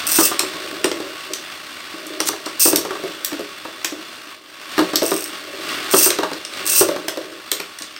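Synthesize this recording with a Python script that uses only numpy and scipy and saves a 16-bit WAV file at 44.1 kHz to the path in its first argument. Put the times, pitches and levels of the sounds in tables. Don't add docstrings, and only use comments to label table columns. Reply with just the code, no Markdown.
import sys
import numpy as np
from scipy import signal
from scipy.fft import rfft, irfft, next_fast_len
from scipy.io import wavfile
from scipy.ndimage import uniform_filter1d, minimum_filter1d, map_coordinates

SR = 44100
rng = np.random.default_rng(int(sys.argv[2]) if len(sys.argv) > 2 else 0)


def store_pcm(level_fs):
    pcm = np.round(np.clip(level_fs, -1, 1) * 32767).astype(np.int16)
    wavfile.write(sys.argv[1], SR, np.atleast_2d(pcm).T)


N = 352359
TIME = np.arange(N) / SR
HIT = np.arange(SR // 3) / SR


def amp(db):
    return 10 ** (np.asarray(db) / 20)


def unit(x):
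    return x / np.sqrt(np.mean(x ** 2) + 1e-20)


def punch(x, size=176):
    return x / np.sqrt(uniform_filter1d(x ** 2, size).max() + 1e-20)


def along(points, hz):
    point_hz, values = np.transpose(points)
    return np.interp(np.log(hz + 1), np.log(point_hz + 1), values)


def curves(rows):
    s, *columns = np.transpose(rows)
    return [np.interp(TIME, s, column) for column in columns]


def wobble(rate):
    knots = rng.standard_normal(int(N * rate / SR) + 4)
    return map_coordinates(knots, [TIME * rate])


def filtered(x, response):
    size = next_fast_len(len(x) + 8192, real=True)
    hz = np.fft.rfftfreq(size, 1 / SR)
    return irfft(rfft(x, size) * response(hz), size)[:len(x)]


def resonate(x, modes):
    def response(hz):
        total = 0
        for k, (centre, width, db) in enumerate(modes):
            damping = 1j * hz * width
            total = total + (-1) ** k * amp(db) * damping / (centre * centre - hz * hz + damping)
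        return total
    return filtered(x, response)


def coloured(x, spectrum):
    return filtered(x, lambda hz: amp(along(spectrum, hz)))


def fade(t60, attack=.0001):
    return amp(-60 * HIT / t60) * (1 - np.exp(-HIT / attack))


def add(track, s, sound):
    part = track[max(round(s * SR), 0):][:len(sound)]
    part += sound[:len(part)]


# pitch_hz [Hz], t60_s [s]
ROOM_DECAY = [(200, 0.24), (1500, 0.26), (6000, 0.28), (15000, 0.18)]


def in_room(x, wet_db, delay=.009):
    hz, t, grains = signal.stft(rng.standard_normal(len(HIT)), SR, nperseg=256)
    decay = amp(-60 * t / along(ROOM_DECAY, hz)[:, None])
    tail = signal.istft(grains * decay, SR, nperseg=256)[1]
    tail = np.pad(tail / np.linalg.norm(tail), (int(delay * SR), 0))
    return x + amp(wet_db) * signal.fftconvolve(x, tail)[:len(x)]


# time_s [s], whirr_db [dB]
SPIN_LEVEL = [(.03, -26.5), (.78, -33), (2.15, -35), (3.15, -34), (4.33, -37), (4.39, -44), (4.52, -41.5),
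              (4.75, -30), (5.32, -33.5), (5.55, -34), (5.68, -27.5), (5.88, -27), (6.49, -36.5),
              (6.58, -27), (7.03, -35), (7.42, -38)]
# pitch_hz [Hz], level_db [dB]
WHIRR_TONE = [(40, -14), (85, -6), (130, -8), (230, -1.5), (305, 6), (420, -13), (590, -1.5), (730, 0),
              (950, -2), (1180, 7), (2000, 4), (2860, 3.5), (4700, 1), (6000, -13.5), (9000, -34)]
# pitch_hz [Hz], level_db [dB]
HISS_TONE = [(3500, -1.5), (5500, 5), (7300, -1), (8700, 4), (9800, -6.5), (15000, -4), (16000, -5)]
# pitch_hz [Hz], level_db [dB]
WALL_MODES = [(605, -3), (1110, 7), (1200, -3.5), (1500, 0), (1900, -0.5), (2170, -5), (2380, -25),
              (2690, 3.5), (2830, 4), (3480, 4.5)]


def spinning(whirr_db=-1.5, wall_db=-8, hiss_db=-8.0, turn_depth=0.11, grit_db=2.0, wall_width_hz=24):
    turns_per_s = np.interp(TIME, [0, 8], [58, 50]) + 3 * wobble(5.5)
    turns = np.cumsum(turns_per_s) / SR
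    grit = amp(grit_db * wobble(260) + 0.68 * wobble(14))
    pressure = (1 + turn_depth * np.sin(2 * np.pi * turns)) * grit

    def scrape():
        return pressure * rng.standard_normal(N)

    whirr = unit(coloured(scrape(), WHIRR_TONE))
    wall = unit(resonate(scrape(), [(hz, wall_width_hz, db) for hz, db in WALL_MODES]))
    hiss = unit(coloured(scrape(), HISS_TONE))
    tips = amp(whirr_db) * whirr + amp(wall_db) * wall + amp(hiss_db) * hiss
    return in_room(amp(curves(SPIN_LEVEL)[0]) * tips, wet_db=-9.5)


# time_s [s], rumble_db [dB]
ROLL_LEVEL = [(.04, -38.5), (.8, -33.5), (1.12, -33.5), (1.24, -49), (1.32, -27.5), (1.44, -44.5),
              (1.88, -45), (2.13, -29.5), (2.5, -43), (3.0, -34.5), (3.6, -49), (3.78, -42), (4.4, -48.5),
              (5.4, -41), (5.53, -32), (6.1, -36), (6.45, -47), (6.6, -33.5), (7.35, -35), (7.5, -51)]
# pitch_hz [Hz], level_db [dB], t60_s [s]
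BOWL_MODES = [(100.7, -24.5, .22), (178, -14.5, 0.23), (253, -24, 0.098), (292.5, -5, 0.12),
              (311.2, -0.5, 0.12), (331.7, 0.5, 0.11), (380.4, 0.5, 0.13), (421.2, -3, 0.17),
              (469.5, -8, 0.14), (508.8, -4.5, 0.2), (566.8, -2.5, 0.13), (620, -2, 0.11),
              (665, -9.5, 0.23)]
# start_s [s], drum_db [dB],
# slap_db [dB], spot_hz (favoured pitch) [Hz], flight_s (to the bounce) [s], bounce_loss_db [dB]
DROP_EVENTS = [(.186, -8.5, -12.5, 323, 0.025, 7), (.314, -23, -19.5, 376, .086, 1),
               (.433, -20.5, -27, 380, 0.11, 6), (.642, -28, -44, 378, 0.085, 0),
               (.845, -11, -19.5, 340, 0.014, 8), (.915, -20, -30, 315, .043, 7),
               (1.002, -21.5, -31, 304, 0.064, 10), (1.94, -31, -44, 340, .02, 3),
               (2.203, -21, -20.5, 308, 0.019, 10), (2.288, -23.5, -21, 402, 0.043, 6),
               (2.463, -23.5, -26, 312, .02, 19), (2.656, -11.5, -20, 340, 0.022, 5),
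               (2.73, -9.5, -20, 320, 0.05, 8.5), (2.85, -20.5, -25, 390, .02, 9),
               (2.907, -23, -21, 393, 0.046, 4), (3.037, -21, -32, 390, .012, 10),
               (3.317, -23.5, -32, 309, .012, 0), (3.393, -21, -36, 304, 0.018, 8),
               (3.651, -31.5, -28.5, 299, .031, 4), (3.846, -29, -26, 307, 0.033, 14),
               (3.922, -24, -33, 300, 0.063, 10), (4.27, -40, -50, 329, .02, 6),
               (4.78, -13, -14.5, 360, 0.021, 8), (4.791, -9, -12, 310, 0.022, 14),
               (4.934, -18, -23, 290, .025, 9), (5.02, -13, -21, 374, 0.021, 13),
               (5.116, -11.5, -18, 374, .02, 12), (5.938, -7, -12.5, 374, 0.026, 11),
               (6.061, -15.5, -20, 370, .043, 4), (6.187, -14, -18.5, 370, 0.014, 10),
               (6.232, -18.5, -15.5, 630, 0.019, 15), (6.314, -24, -26, 298, .019, 10),
               (6.81, -6.5, -14.5, 390, .018, 8), (6.887, -13, -23.5, 552, .024, 9),
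               (6.962, -20.5, -22.5, 375, 0.021, 13), (7.081, -24.5, -24.5, 600, 0.024, 15),
               (7.173, -19.5, -28.5, 560, 0.018, 23), (7.518, -26, -27, 403, 0.08, 2.5),
               (7.81, -34.5, -43, 300, .012, 10)]
SETTLE_DB, SETTLE_T60_S = -19.5, 0.94


def rolling(level_db=-3, hops_per_s=120, spread_db=3.5, ring=1.55):
    hop_now = rng.random(N) < hops_per_s / SR
    hops = hop_now * amp(spread_db * rng.standard_normal(N)) * rng.choice([-1, 1], N)
    modes = [(hz, np.log(1000) / np.pi / (ring * t60), db) for hz, db, t60 in BOWL_MODES]
    rumble = resonate(hops, modes)
    swell = np.sqrt(np.abs(uniform_filter1d(rumble ** 2, size=SR // 20)) + 0.061 * np.var(rumble))
    power = amp(curves(ROLL_LEVEL)[0] + level_db) ** 2
    for start, drum_db, *_ in DROP_EVENTS:
        settle_db = drum_db + SETTLE_DB - 60 * TIME[:SR] / SETTLE_T60_S
        add(power, start, amp(settle_db) ** 2)
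    return np.sqrt(power) * rumble / swell


SKID_S, SKID_LENGTH_S, SKID_RISE_S = 2.252, .04, 0.024


def skid(level_db=-17, grit_db=2.5):
    rasp = rng.standard_normal(N) * amp(grit_db * wobble(450))
    tone = [(600, -25), (2000, -5), (5000, 1), (8500, 2), (10500, -5), (15000, -3.5)]  # (Hz, dB)
    rasp = unit(coloured(rasp, tone))
    pressure = np.clip((TIME - SKID_S) / SKID_RISE_S, 0, 1) * (TIME < SKID_S + SKID_LENGTH_S)
    return in_room(rasp * pressure * amp(level_db), wet_db=-16)


SLAP_LOSS_DB = 1.5


def contacts():
    rows = []
    for start, drum_db, slap_db, spot_hz, flight, loss in DROP_EVENTS:
        rows.append((start, drum_db, slap_db, spot_hz))
        rows.append((start + flight, drum_db - loss, slap_db - loss - SLAP_LOSS_DB, spot_hz))
    return rows


# pitch_hz [Hz], level_db [dB]
SLAP_TONE = [(60, -51), (250, -19), (600, 4.5), (850, 11.5), (1150, 12), (1500, 9.5), (2200, -5.5),
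             (4000, -2), (10000, -22)]


def landings(drum_trim_db=-1, slap_trim_db=0, slap_t60=0.072, wall_db=-7, wall_width_hz=40,
             spot_db=9.0, spot_octaves=0.19, scatter_db=3.0, detune=0.013):
    wall_modes = [(hz, wall_width_hz, db) for hz, db in WALL_MODES]
    out = np.zeros(N)
    for start, drum_db, slap_db, spot_hz in contacts():
        drum = np.zeros(len(HIT))
        for hz, db, t60 in BOWL_MODES:
            size, pitch, phase = rng.standard_normal(3)
            favour_db = spot_db * np.exp(-(np.log2(hz / spot_hz) / spot_octaves) ** 2)
            tone = np.sin(2 * np.pi * hz * (1 + detune * pitch) * HIT + 1.57 * phase)
            drum += amp(db + favour_db + scatter_db * size) * fade(t60, attack=0.0013) * tone
        slap_noise = coloured(rng.standard_normal(len(HIT)), SLAP_TONE)
        slap = punch(slap_noise * fade(slap_t60, attack=0.00023))
        wall = punch(resonate(slap, wall_modes))
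        blow = amp(drum_db + drum_trim_db) * punch(drum)
        blow += amp(slap_db + slap_trim_db) * (slap + amp(wall_db) * wall)
        add(out, start, in_room(blow, wet_db=-9, delay=.016))
    return out


# start_s [s], peak_db [dB], middle_db [dB], treble_db [dB]
CLASH_EVENTS = [(.393, -6, -15.5, -9), (.843, -11, -11, -14.5), (.915, -17, -22.5, -32),
                (1.335, -13, -25, -22), (2.067, -33, -43, -29), (2.203, -8.5, -17.5, -14.5),
                (2.287, -13.5, -22, -17.5), (2.46, -19, -30, -28), (2.759, -5, -18, -7.5),
                (3.247, -12.5, -22, -12), (3.331, -26, -27, -37), (3.846, -8.5, -15, -15.5),
                (4.957, -3, -20, -9), (6.104, -8, -15, -15.5), (6.333, -19, -23, -32),
                (6.45, -16.5, -29, -35), (6.536, -27, -27, -42), (6.674, -16, -29, -16),
                (7.083, -14, -16.5, -18), (7.516, -9, -16, -9.5), (7.601, -20.5, -21, -28),
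                (7.787, -24, -32.5, -28), (7.821, -18.5, -33, -33), (7.963, -29, -26.5, -46)]
# pitch_hz [Hz], width_hz [Hz], level_db [dB]
TOP_MODES = [(1740, 2000, -1), (3480, 700, 6), (4150, 790, 4.5), (5680, 660, 6), (7044, 2000, -2),
             (8570, 800, 4.5), (11600, 2200, -10.5), (14900, 2100, -2)]
# peak_db, middle_db, treble_db [dB]
TIP_CLICK_LEVELS = (-7.5, -13, -14)
REGRAZE_S, REGRAZE_DB = .01, -12
CLACK_BANDS_HZ = [(3400, 7000), (1300, 3400), (6800, 14000)]


def clacks(peak_trim_db=-4.0, middle_trim_db=-1, treble_trim_db=-1, ring_t60=0.024, crack=6,
           bare_share=0.41, detune=0.032, scatter_db=2.0):
    bands = [signal.butter(2, edges, 'bandpass', fs=SR, output='sos') for edges in CLACK_BANDS_HZ]
    trims = np.array([peak_trim_db, middle_trim_db, treble_trim_db])
    tip_clicks = [(s, *(db + np.array(TIP_CLICK_LEVELS))) for s, db, *_ in contacts()]
    grazes = [(s + REGRAZE_S, *(np.array(levels) + REGRAZE_DB)) for s, *levels in CLASH_EVENTS]
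    out = np.zeros(N)
    for start, *levels in list(CLASH_EVENTS) + grazes + tip_clicks:
        modes = [(hz * (1 + detune * rng.normal()), width, db + scatter_db * rng.normal())
                 for hz, width, db in TOP_MODES]
        clack = np.zeros(len(HIT))
        for band, level_db in zip(bands, np.array(levels) + trims):
            contact = rng.standard_normal(len(HIT)) * fade(ring_t60)
            contact[0] = crack
            bare = rng.standard_normal(len(HIT)) * fade(ring_t60)
            rim = resonate(contact, modes) + bare_share * bare
            clack += amp(level_db) * punch(signal.sosfilt(band, rim))
        add(out, start, in_room(clack, wet_db=-5))
    return out


# start_s [s], run_up_s [s], length_s [s], first_rate [teeth/s], final_rate [teeth/s],
# level_db (at the final rate, before chatter and the layer trim) [dB]
PULL_EVENTS = [(.068, .16, 0.19, 144, 386, -13), (2.596, .03, 0.09, 384, 400, -13.5),
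               (5.03, .2, 0.23, 129, 55, -33.5), (5.905, .095, .15, 120, 560, -11.5),
               (6.655, 0.078, .15, 91, 400, -13)]
# pitch_hz [Hz], width_hz [Hz], level_db [dB]
PAWL_MODES = [(2660, 99, 1), (4750, 2000, -5.5), (5970, 800, 2.5), (6580, 520, -0.5), (8555, 424, 7),
              (11130, 1270, -3.5), (15200, 3700, -1)]
PULL_DB_PER_DOUBLING = 6.5
PULL_RELEASE_S, PULL_RELEASE_DB = .035, 17


def ripcords(trim_db=-1, scatter_db=2.0, chatter_db=3, jitter_s=.0002, snap_t60=0.014):
    chatter = chatter_db * wobble(170)
    snap_shape = fade(snap_t60, attack=0.00022)[:SR // 80]
    t = np.arange(2 * len(HIT)) / SR
    out = np.zeros(N)
    for start, run_up, length, first_rate, final_rate, level_db in PULL_EVENTS:
        rate = np.interp(t, [0, run_up], [first_rate, final_rate])
        level = level_db + PULL_DB_PER_DOUBLING * np.log2(rate / final_rate)
        level -= PULL_RELEASE_DB * np.maximum(t - length, 0) / PULL_RELEASE_S
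        level = level + chatter[round(start * SR):][:len(t)]
        teeth = np.flatnonzero(np.diff(np.floor(np.cumsum(rate) / SR), prepend=-1))
        clicks = np.zeros(len(t))
        for i in teeth[t[teeth] <= length + PULL_RELEASE_S]:
            snap = rng.standard_normal(len(snap_shape)) * snap_shape
            strength = amp(level[i] + scatter_db * rng.normal()) * np.sqrt(SR / rate[i])
            add(clicks, t[i] + jitter_s * rng.normal(), strength * snap / np.linalg.norm(snap))
        zip_sound = unit(resonate(clicks, PAWL_MODES)) * np.std(clicks)
        add(out, start, in_room(zip_sound, wet_db=-3.5, delay=0.0036))
    return amp(trim_db) * out


def scene():
    bowl = spinning() + rolling() + skid() + landings()
    return (bowl + clacks() + ripcords())[None]


CEILING, TOP_HZ = 1.0, 15850


def record(dry, low_cut_hz=80, size=60):
    x = signal.sosfilt(signal.butter(3, low_cut_hz, 'highpass', fs=SR, output='sos'), dry[0])
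    needed = np.minimum(1, CEILING / (np.abs(x) + 1e-9))
    gain = uniform_filter1d(minimum_filter1d(needed, size), size)
    return filtered(x * gain, lambda hz: hz < TOP_HZ)[None]


dry = scene()
out = record(dry)
store_pcm(out)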